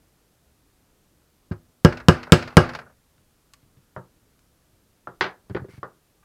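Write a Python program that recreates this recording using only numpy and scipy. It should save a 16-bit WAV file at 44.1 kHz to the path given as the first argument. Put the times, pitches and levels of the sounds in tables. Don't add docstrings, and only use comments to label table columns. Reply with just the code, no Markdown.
import sys
import numpy as np
from scipy import signal
from scipy.fft import rfft, irfft
from scipy.io import wavfile
from scipy.ndimage import uniform_filter1d

SR = 44100
rng = np.random.default_rng(int(sys.argv[2]) if len(sys.argv) > 2 else 0)


def dump_mix(stems):
    frames = np.atleast_2d(stems).T
    limited = np.clip(frames, -1, 1)
    pcm = np.round(limited * 32767).astype(np.int16)
    wavfile.write(sys.argv[1], SR, pcm)


def magnitude_from_level(level_db):
    exponent = np.asarray(level_db, float) / 20
    return 10 ** exponent


N = 275580

# t/s, thud level/dB, clack level/dB, brightness re clack/dB
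BLOWS = [
    (1.8483, -1.5, -12, -10),
    (2.0846, -1, -9, -7),
    (2.3213, 1, -7.5, -1),
    (2.5692, 2, -5.5, -8),
]
# t/s, contact time/s, clack level/dB, brightness re clack/dB, clack t60/s
AIM = [
    (1.5113, .0022, -44, -20, .17),
]
# f/Hz, level/dB, t60/s
BENCH_MODES = [(62, -20, .22), (80, -11, .11), (99, -2, .1), (128, -9, .12), (158, 0, .09), (165, 9, .03),
               (246, -29, .5), (255, -14, .09), (338, -23, .35), (362, -6, .14), (455, -12, .08),
               (510, -20, .16), (575, -13, .11)]
# f/Hz, level/dB
BLOW_COLOUR = [(180, -37.5), (300, -13), (437, -4.5), (577, -6.5), (814, -5), (1020, -4), (1670, -5),
               (1820, -24.5), (2480, -20.5), (3440, -27), (4620, -27), (10600, -38.5), (15000, -49.5)]
# f/Hz, level/dB
TOOL_COLOUR = [(240, -39.5), (400, -2), (842, -2), (1150, -2.5), (1440, 4), (1960, -6), (2570, -14),
               (3360, -22.5), (4590, -18), (7840, -37), (14000, -48)]


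def read(points, hz):
    f, value = np.transpose(points)
    return np.interp(np.log(hz + 1), np.log(f + 1), value)


def add(mix, s, sound):
    part = mix[round(s * SR):][:len(sound)]
    part += sound[:len(part)]


def peaked(x, db):
    power = uniform_filter1d(x ** 2, size=200)
    return magnitude_from_level(db) * x / np.sqrt(power.max())


def thud(modes, weights_db, contact_s, rise_s):
    t = np.arange(SR // 2) / SR
    hz, mode_db, t60 = np.transpose(modes)[:, :, None]
    decay = magnitude_from_level(mode_db + weights_db - 60 * t / t60)
    ring = -(decay * np.cos(2 * np.pi * hz * t)).sum(0)
    push = np.sin(np.pi * np.arange(0, 1, 1 / (contact_s * SR)))
    return signal.fftconvolve(ring * (1 - np.exp(-t / rise_s)), push / push.sum())


def soft_thud(db, pitch_hz, focus_db=5):
    # f/Hz, level/dB, t60/s
    far_end = [(71.4, -26, 0.12), (102.2, -2.5, 0.16), (127.8, 2.5, 0.2), (182.3, -2.5, 0.21),
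               (243, 4, 0.031), (354.7, -9.5, 0.24), (382.3, 1.5, 0.081), (509, -2.5, 0.079),
               (575, -8, 0.047)]
    off_pitch_octaves = np.log2(np.transpose(far_end)[0][:, None] / pitch_hz)
    weights_db = -focus_db * off_pitch_octaves ** 2
    return peaked(thud(far_end, weights_db, contact_s=0.00079, rise_s=0.0036), db)


def clack(db, colour, bright_db, t60, noise, rise_s=.0004, high_damping=0.28):
    t, hz = np.arange(len(noise)) / SR, np.fft.rfftfreq(len(noise), 1 / SR)
    above_knee = np.clip(np.log2((hz + 1) / 1700) / .6, 0, 1)
    softness_db = (bright_db + 16.0) * above_knee
    centres = 250 * 2 ** (np.arange(13)[:, None] / 2)
    shares = np.clip(1 - abs(2 * np.log2((hz + 1) / centres)), 0, 1)
    coloured = rfft(noise) * magnitude_from_level(read(colour, hz) + softness_db)
    bands = irfft(coloured * shares, len(noise))
    fall_db_per_s = 60 / np.clip(t60, .008, .6) * (centres / 1300) ** high_damping
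    decaying = (bands * magnitude_from_level(-fall_db_per_s * t)).sum(0)
    return peaked(decaying * (1 - np.exp(-t / rise_s)), db)


def hush(patchy_db=1.):
    # f/Hz, level/dB
    hush_colour = [(12, -40.5), (20, 8), (91, -2), (150, -1.5), (193, -7), (241, -5), (780, -15.5),
                   (873, -16.5), (1290, -17), (2140, -21.5), (13900, -24.5), (16000, -33.5)]
    level_db = -63
    frame_count, hz = N // 256 + 5, np.fft.rfftfreq(1024, 1 / SR)
    real, imag, patches = rng.standard_normal((frame_count, 513, 3)).T
    patches = uniform_filter1d(uniform_filter1d(patches, 8, 0), 16, 1)
    drift_db = patchy_db * patches / patches.std() * (hz < 2000)[:, None]
    spectra = (real + 1j * imag) * magnitude_from_level(read(hush_colour, hz)[:, None] + drift_db)
    noise = signal.istft(spectra, nperseg=1024, noverlap=768)[1][:N]
    return magnitude_from_level(level_db) * noise / noise.std()


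def shed(x):
    # f/Hz, t60/s
    room_decay = [(60, 0.43), (250, 0.29), (1000, 0.25), (3000, 0.14), (8000, 0.17), (15000, 0.15)]
    reflections = np.zeros(SR)
    at = np.arange(150, SR - 20, 20)
    reflections[at + rng.integers(0, 20, len(at))] = rng.choice([-1., 1.], len(at))
    hz, t, z = signal.stft(reflections, SR, nperseg=256)
    thin_walls = (hz ** 2 / (hz ** 2 + 500 ** 2))[:, None]
    decay = magnitude_from_level(-60 * t / read(room_decay, hz)[:, None])
    tail = signal.istft(z * decay * thin_walls, SR, nperseg=256)[1]
    return signal.fftconvolve(x, tail / np.linalg.norm(tail))[:N]


def rumble(db=-30, t60=0.55, top_hz=170):
    out, t = np.zeros(N), np.arange(24000) / SR
    low = signal.butter(N=2, Wn=[58, top_hz], btype="band", fs=SR, output="sos")
    strikes = BLOWS + [(AIM[0][0], -18)]
    envelope = magnitude_from_level(-60 * t / t60) * (1 - np.exp(-t / .01))
    for row, noise in zip(strikes, rng.standard_normal((len(strikes), len(t)))):
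        add(out, row[0], peaked(signal.sosfilt(low, noise) * envelope, db + row[1]))
    return out


def drag(slips_per_s=2500, spread_db=2):
    # f/Hz, width/Hz, level/dB
    drag_body = [(2130, 85, 7), (1500, 950, 3), (4330, 820, -12), (9000, 2100, -19)]
    start_s, length_s, level_db, sag_db = 5.685, 0.113, -56.5, -6
    t = np.arange(0, length_s, 1 / SR)
    chance, size, side = rng.random((8192, 3))[:len(t)].T
    sizes = magnitude_from_level(-spread_db * np.log(size + 1e-9))
    slips = sizes * (chance < slips_per_s / SR) * np.sign(side - .5)
    body = sum(magnitude_from_level(g) * signal.lfilter(*signal.iirpeak(f, f / w, SR), slips) for f, w, g in drag_body)
    out = np.zeros(N)
    stroke = magnitude_from_level(level_db + sag_db * t / length_s) * signal.windows.tukey(len(t), .25)
    add(out, start_s, body / body.std() * stroke)
    return out


def steel():
    # t/s, f/Hz, level/dB, t60/s
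    steel_lines = [
        (5.21, 6040, -49, .22),
        (2.69, 11230, -68, .35),
        (2.75, 11230, -68, .35),
        (6.228, 1185, -57, .06),
        (3.539, 1150, -50, .035),
    ]
    out, t = np.zeros(N), np.arange(SR // 3) / SR
    for s, hz, db, t60 in steel_lines:
        add(out, s, magnitude_from_level(db - 60 * t / t60) * np.sin(2 * np.pi * hz * t))
    return out


def snaps():
    # t/s, level/dB, t60/s
    releases = [
        (3.5354, -46, 0.025),
        (3.5405, -55.5, 0.04),
        (4.3914, -60.5, 0.028),
        (5.497, -58, 0.0076),
    ]
    # f/Hz, level/dB
    snap_colour = [(530, -37), (900, -7), (1850, -1), (3430, -11), (4800, -3), (5680, -13), (6560, -4),
                   (16000, -23)]
    out = np.zeros(N)
    for (s, db, t60), noise in zip(releases, rng.standard_normal((len(releases), 2048))):
        add(out, s, clack(db, snap_colour, -12.5, t60, noise))
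    return out


def taps(crack_db=1, note_db=9):
    # t/s, clack level/dB, thud re clack/dB, thud f/Hz, note f/Hz
    handle_taps = [
        (3.963, -35.5, -5, 220, 622),
        (5.072, -35.5, -12, 402, 1353),
        (5.83, -32.5, -16, 366.5, 1140),
    ]
    # f/Hz, level/dB
    handle_colour = [(150, -10), (250, -5), (383, 3.5), (715, 0.5), (1050, 1.5), (1340, 3.5), (1770, -4.5),
                     (2330, -30.5), (6000, -40.5), (7800, -76.5), (13200, -120)]
    out, t = np.zeros(N), np.arange(4096) / SR
    for row, noise in zip(handle_taps, rng.standard_normal((len(handle_taps), 8192))):
        s, db, thud_db, thud_hz, note_hz = row
        add(out, s, clack(db + crack_db, handle_colour, -11, 0.0062, noise[-1024:], rise_s=0.0018))
        add(out, s, clack(db, handle_colour, -10.5, 0.15, noise))
        envelope = magnitude_from_level(db + note_db - 60 * t / .04) * (1 - np.exp(-t / .0005))
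        add(out, s, envelope * np.sin(2 * np.pi * note_hz * t))
        add(out, s, soft_thud(db + thud_db + 5, thud_hz, focus_db=1.5))
    return out


def knocks():
    # t/s, clack level/dB, thud re clack/dB, thud f/Hz
    landings = [(3.179, -72, 14, 78), (3.628, -76.5, 21, 96.3), (3.769, -72, 22.5, 94.2),
                (5.2092, -20, -5.5, 423), (5.2419, -28.5, -3.5, 435), (5.263, -36.5, -0.5, 388),
                (5.498, -49, 20, 197), (5.508, -52.5, 26, 154), (5.548, -34, 17.5, 390),
                (5.565, -31, 7.5, 378), (5.596, -47, 13, 150), (5.618, -57.5, 30, 130),
                (5.644, -54, 22.5, 395), (5.685, -59.5, 21.5, 257), (5.735, -58, 17, 110),
                (5.778, -60.5, 26.5, 109), (6.232, -63.5, -4, 148)]
    # f/Hz, level/dB
    knock_colour = [(150, -21), (250, -15), (369, -1), (606, -5), (921, 3), (1150, -0.5), (1530, 5),
                    (2710, -6.5), (4790, -11.5), (5650, -23.5), (9000, -45), (11700, -78), (19800, -120)]
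    # brightness re clack/dB, crack re clack/dB, clack t60/s, t60 left by the holding hand/s
    punch_down = (-12, 6, 0.19, 0.5)
    mallet_down = (-21, -3, .075, .11)
    mallet_down_s, bounce_gap_s, bounce_db = 5.4, .037, -7
    out, before = np.zeros(N), 0
    for row, noise in zip(landings, rng.standard_normal((len(landings), 8192))):
        s, db, thud_db, pitch_hz = row
        bright_db, crack_db, t60, held_t60 = punch_down if s < mallet_down_s else mallet_down
        if 0 < s - before < bounce_gap_s:
            bright_db += bounce_db
            crack_db += bounce_db / 2
        before = s
        add(out, s, clack(db + crack_db, knock_colour, bright_db + 3, 0.012, noise[-2048:], rise_s=0.0006))
        add(out, s, clack(db, knock_colour, bright_db, t60, noise))
        push = soft_thud(db + thud_db, pitch_hz)
        add(out, s, push * magnitude_from_level(-60 * np.arange(len(push)) / SR / held_t60))
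    return out


def tools():
    # t/s, clack level/dB, brightness re clack/dB
    rattles = [(1.517, -39, -12), (1.924, -31.5, -8), (1.971, -37, -3.5), (2, -39.5, -12.5),
               (2.23, -36, -3), (2.269, -39, -18), (2.295, -43, -28.5), (2.424, -31.5, -6),
               (2.475, -34.5, -7), (2.503, -44, -8), (2.524, -42, -18), (2.691, -30.5, -8.5),
               (2.734, -37.5, -5.5), (2.749, -29, -4.5), (2.788, -33.5, -10.5), (2.815, -44.5, -18.5),
               (2.863, -49.5, -46), (2.896, -56, -25)]
    out = np.zeros(N)
    for (s, db, bright_db), noise in zip(rattles, rng.standard_normal((len(rattles), 4096))):
        add(out, s, clack(db, TOOL_COLOUR, bright_db, 0.081, noise, rise_s=0.0011))
    return out


def aim():
    # f/Hz, level/dB
    light_touch = [(60, -22), (95, -16), (160, -24), (250, -20.5), (360, -17), (575, -14)]
    out, (s, contact_s, db, bright_db, t60) = np.zeros(N), AIM[0]
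    weights_db = read(light_touch, np.transpose(BENCH_MODES)[0][:, None])
    add(out, s, thud(BENCH_MODES, weights_db, contact_s, rise_s=.0005))
    add(out, s, clack(db, BLOW_COLOUR, bright_db, t60, rng.standard_normal(8192)))
    return out


def mallet(crack_db=6, chatter_db=-20, change=0.91):
    # f/Hz, level/dB, t60/s
    head_modes = [(690.7, -18.5, .1), (864, -19.5, 0.1), (1108, -19.5, 0.077), (1229.5, -14, 0.074),
                  (1359, -12, 0.078), (1532, -17, 0.087), (1628, -10, .08), (2870, -13.5, 0.048),
                  (5080, -20.5, 0.043)]
    out, spot = np.zeros(N), rng.standard_normal(16384)
    noises = rng.standard_normal((len(BLOWS), 2, 16384))
    for (s, strength_db, db, bright_db), (variation, chatter) in zip(BLOWS, noises):
        add(out, s, thud(BENCH_MODES, strength_db, contact_s=.0005, rise_s=.0002))
        add(out, s, thud(head_modes, db + 10.5, contact_s=.0001, rise_s=.0003))
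        first_contact = thud(head_modes, db + 17, contact_s=.0001, rise_s=.0001)[:176]
        add(out, s, first_contact * np.hanning(352)[176:])
        struck = spot + change * variation
        add(out, s, clack(db + crack_db, BLOW_COLOUR, bright_db, 0.015, struck[-2048:], rise_s=0.000067))
        add(out, s, clack(db, BLOW_COLOUR, bright_db, 0.052, struck, high_damping=0.29))
        add(out, s, clack(db + chatter_db, TOOL_COLOUR, bright_db, 0.48, chatter,
                          rise_s=0.0025, high_damping=.25))
    return out


def scene():
    bench = mallet() + aim() + tools() + knocks() + taps() + snaps() + steel() + drag()
    bench = signal.sosfilt(signal.butter(N=3, Wn=62, btype="high", fs=SR, output="sos"), bench)
    return (bench + rumble() + magnitude_from_level(-14) * shed(bench) + hush())[None]


def low_pass(x):
    return signal.sosfilt(signal.butter(12, 16550, fs=SR, output="sos"), x)


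def record(dry):
    capsule = signal.lfilter(*signal.butter(N=1, Wn=25, btype="high", fs=SR), dry)
    clipped = np.clip(capsule, -.975, .975)
    coupled = signal.lfilter(*signal.butter(1, 4, "high", fs=SR), clipped)
    band_limited = signal.oaconvolve(coupled, signal.firwin(255, 16450, fs=SR)[None], "same")
    return low_pass(band_limited)


dry = scene()
out = record(dry)
dump_mix(out)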